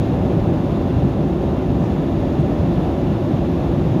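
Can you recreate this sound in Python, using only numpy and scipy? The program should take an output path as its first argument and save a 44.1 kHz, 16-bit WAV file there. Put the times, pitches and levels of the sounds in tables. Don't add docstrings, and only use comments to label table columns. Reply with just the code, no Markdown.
import sys
import numpy as np
from scipy import signal
from scipy.fft import rfft, irfft
from scipy.io import wavfile
from scipy.ndimage import uniform_filter1d, map_coordinates

SR = 44100
rng = np.random.default_rng(int(sys.argv[2]) if len(sys.argv) > 2 else 0)


def master(y):
    cut = np.clip(np.atleast_2d(y).T, -1, 1)
    pcm = np.round(cut * 32767)
    wavfile.write(sys.argv[1], SR, pcm.astype(np.int16))


N = 176400
TIME_S = np.arange(N) / SR
BIN_HZ = np.maximum(np.arange(N // 2 + 1) * SR / N, 1)


def undb(db):
    return 10 ** (np.asarray(db) / 20)


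def at_rms(x, level_db):
    return x * undb(level_db) / np.sqrt(np.mean(x ** 2))


def noise(gain):
    return irfft(gain * np.exp(2j * np.pi * rng.random(N // 2 + 1)), N)


def turbulence(spectrum):
    freq_hz, gain_db = np.array(spectrum).T
    return noise(undb(np.interp(np.log(BIN_HZ), np.log(freq_hz), gain_db)))


def band_noise(centre_hz, width_hz):
    detuning = (BIN_HZ - centre_hz ** 2 / BIN_HZ) / width_hz
    return noise(1 / (1 + .5 * detuning ** 2))


def lowpass(x, edge_hz, order=16):
    return irfft(rfft(x) / (1 + (BIN_HZ / edge_hz) ** order), N)


def drift(rate_hz):
    return at_rms(noise(1 / (1 + (BIN_HZ / rate_hz) ** 2)), 0)


def envelope(points):
    time_s, gain_db = np.array(points).T
    return undb(np.interp(TIME_S, time_s, gain_db))


def steady(x, window_s=.22):
    size = int(window_s * SR)
    power = uniform_filter1d(x ** 2, size, mode="wrap")
    power = uniform_filter1d(power, size // 2, mode="wrap")
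    return x * np.sqrt(np.mean(x ** 2) / power)


def wander(x, pitch_fraction=.008, rate_hz=2):
    position = np.cumsum(1 + pitch_fraction * drift(rate_hz))
    return map_coordinates(x, [position], order=3, mode="grid-wrap")


def ringing(modes):
    return sum(at_rms(wander(band_noise(centre_hz, width_hz)), level_db)
               for centre_hz, width_hz, level_db in modes)


# freq_hz, gain_db
ROAR_SPECTRUM = [(45, -4.5), (72, -1), (105, -1), (200, -1.8), (300, -7.5), (370, -6.5), (430, -13),
                 (620, -17), (820, -20), (1100, -26.5), (1450, -33.5), (2500, -65)]
# centre_hz, width_hz, level_db
CABIN_MODES = [(148, 17, -29.5), (168.3, 10.3, -31), (263.8, 19, -29.5), (325, 28, -29.5),
               (355.4, 18.3, -33.5), (494.4, 15, -42), (577, 43, -34.5), (677.6, 51, -39.5), (770, 22, -42),
               (1011, 24, -52.5)]
# time_s, gain_db
DEEP_BASS_SWELL = [(0.0, 0.5), (0.24, -1.2), (0.32, 2.5), (0.72, -2), (0.96, 3), (1.12, -1), (1.44, -1),
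                   (1.92, 1.5), (2.08, -2.8), (2.24, 1), (2.4, -2), (2.56, 2.3), (2.8, -1), (3.28, 0.5),
                   (3.4, -1.3), (4.0, 2.5)]
# time_s, gain_db
UPPER_BASS_SWELL = [(0.0, 0), (0.24, 1.5), (0.64, 0), (0.88, -3.5), (0.96, 4), (1.6, -5), (1.76, 2.4),
                    (2.08, -3), (2.32, -2), (2.4, 3.5), (2.56, -1.5), (2.72, 5), (2.96, -7.5), (3.12, 4),
                    (3.2, -5.5), (3.36, 2), (3.52, -3), (4.0, 4.5)]
# time_s, gain_db
DRONE_SWELL = [(0.0, 0), (0.22, 3), (0.5, 0.5), (0.95, -1), (1.5, 0.5), (1.75, -2.5), (2.15, -1),
               (2.28, 1.5), (3.3, 0.4), (4.0, -.5)]

def engines(flutter_db=.19):
    roar = at_rms(turbulence(ROAR_SPECTRUM), level_db=-18) + ringing(CABIN_MODES)
    deep = lowpass(roar, edge_hz=117)
    bass = lowpass(roar, edge_hz=185)
    drone = lowpass(roar, edge_hz=656) - lowpass(roar, edge_hz=500)
    wavering = steady(deep) * envelope(DEEP_BASS_SWELL)
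    wavering += steady(bass - deep) * envelope(UPPER_BASS_SWELL)
    wavering += steady(drone) * envelope(DRONE_SWELL)
    rest = steady(roar - bass - drone)
    return (wavering + rest) * undb(flutter_db * drift(rate_hz=5.4))


def treble_flare(peak_s=1.83, spread_s=.05):
    swell = np.exp(-((TIME_S - peak_s) / spread_s) ** 2)
    return swell * at_rms(band_noise(centre_hz=5900, width_hz=1700), level_db=-60)


# freq_hz, gain_db
HISS_SPECTRUM = [(600, -1.5), (1500, 0), (2100, 0.5), (2450, 0), (3200, -2.5), (3750, -2.5), (4150, -7.5),
                 (4600, -10), (5700, -14), (6900, -15), (7800, -30), (9800, -26.5), (11200, -20.5),
                 (13000, -25)]
# centre_hz, width_hz, level_db
VENT_MODES = [(1730, 145, -54), (2010, 80, -64.5), (2730, 180, -57.5), (3480, 130, -61)]
# time_s, gain_db
HISS_SWELL = [(0.0, 1.5), (0.24, 0.2), (0.72, 0.4), (1.2, -0.3), (3.12, 1), (3.68, 0.5), (4.0, 0.5)]

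def airflow(flutter_db=.43):
    hiss = at_rms(turbulence(HISS_SPECTRUM), level_db=-44.5) + ringing(VENT_MODES)
    hiss += treble_flare()
    return hiss * envelope(HISS_SWELL) * undb(flutter_db * drift(rate_hz=13))


def tick(start_s=2.4012, t60_s=.055):
    age_s = TIME_S - start_s
    decay = (age_s >= 0) * np.exp(-np.log(1000) * np.abs(age_s) / t60_s)
    return decay * at_rms(band_noise(centre_hz=7000, width_hz=3600), level_db=-53)


def scene():
    return (engines() + airflow() + tick())[None]


def record(dry, low_cut_hz=44.7, low_cut_order=7.5, top_hz=15650):
    low_cut = 1 / np.sqrt(1 + (low_cut_hz / BIN_HZ) ** (2 * low_cut_order))
    trimmed = irfft(rfft(dry) * low_cut, N)
    softened = lowpass(trimmed, edge_hz=14500, order=12)
    top_cut = signal.ellip(10, .2, 80, top_hz, fs=SR, output="sos")
    return signal.sosfilt(top_cut, softened)


dry = scene()
out = record(dry)
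master(out)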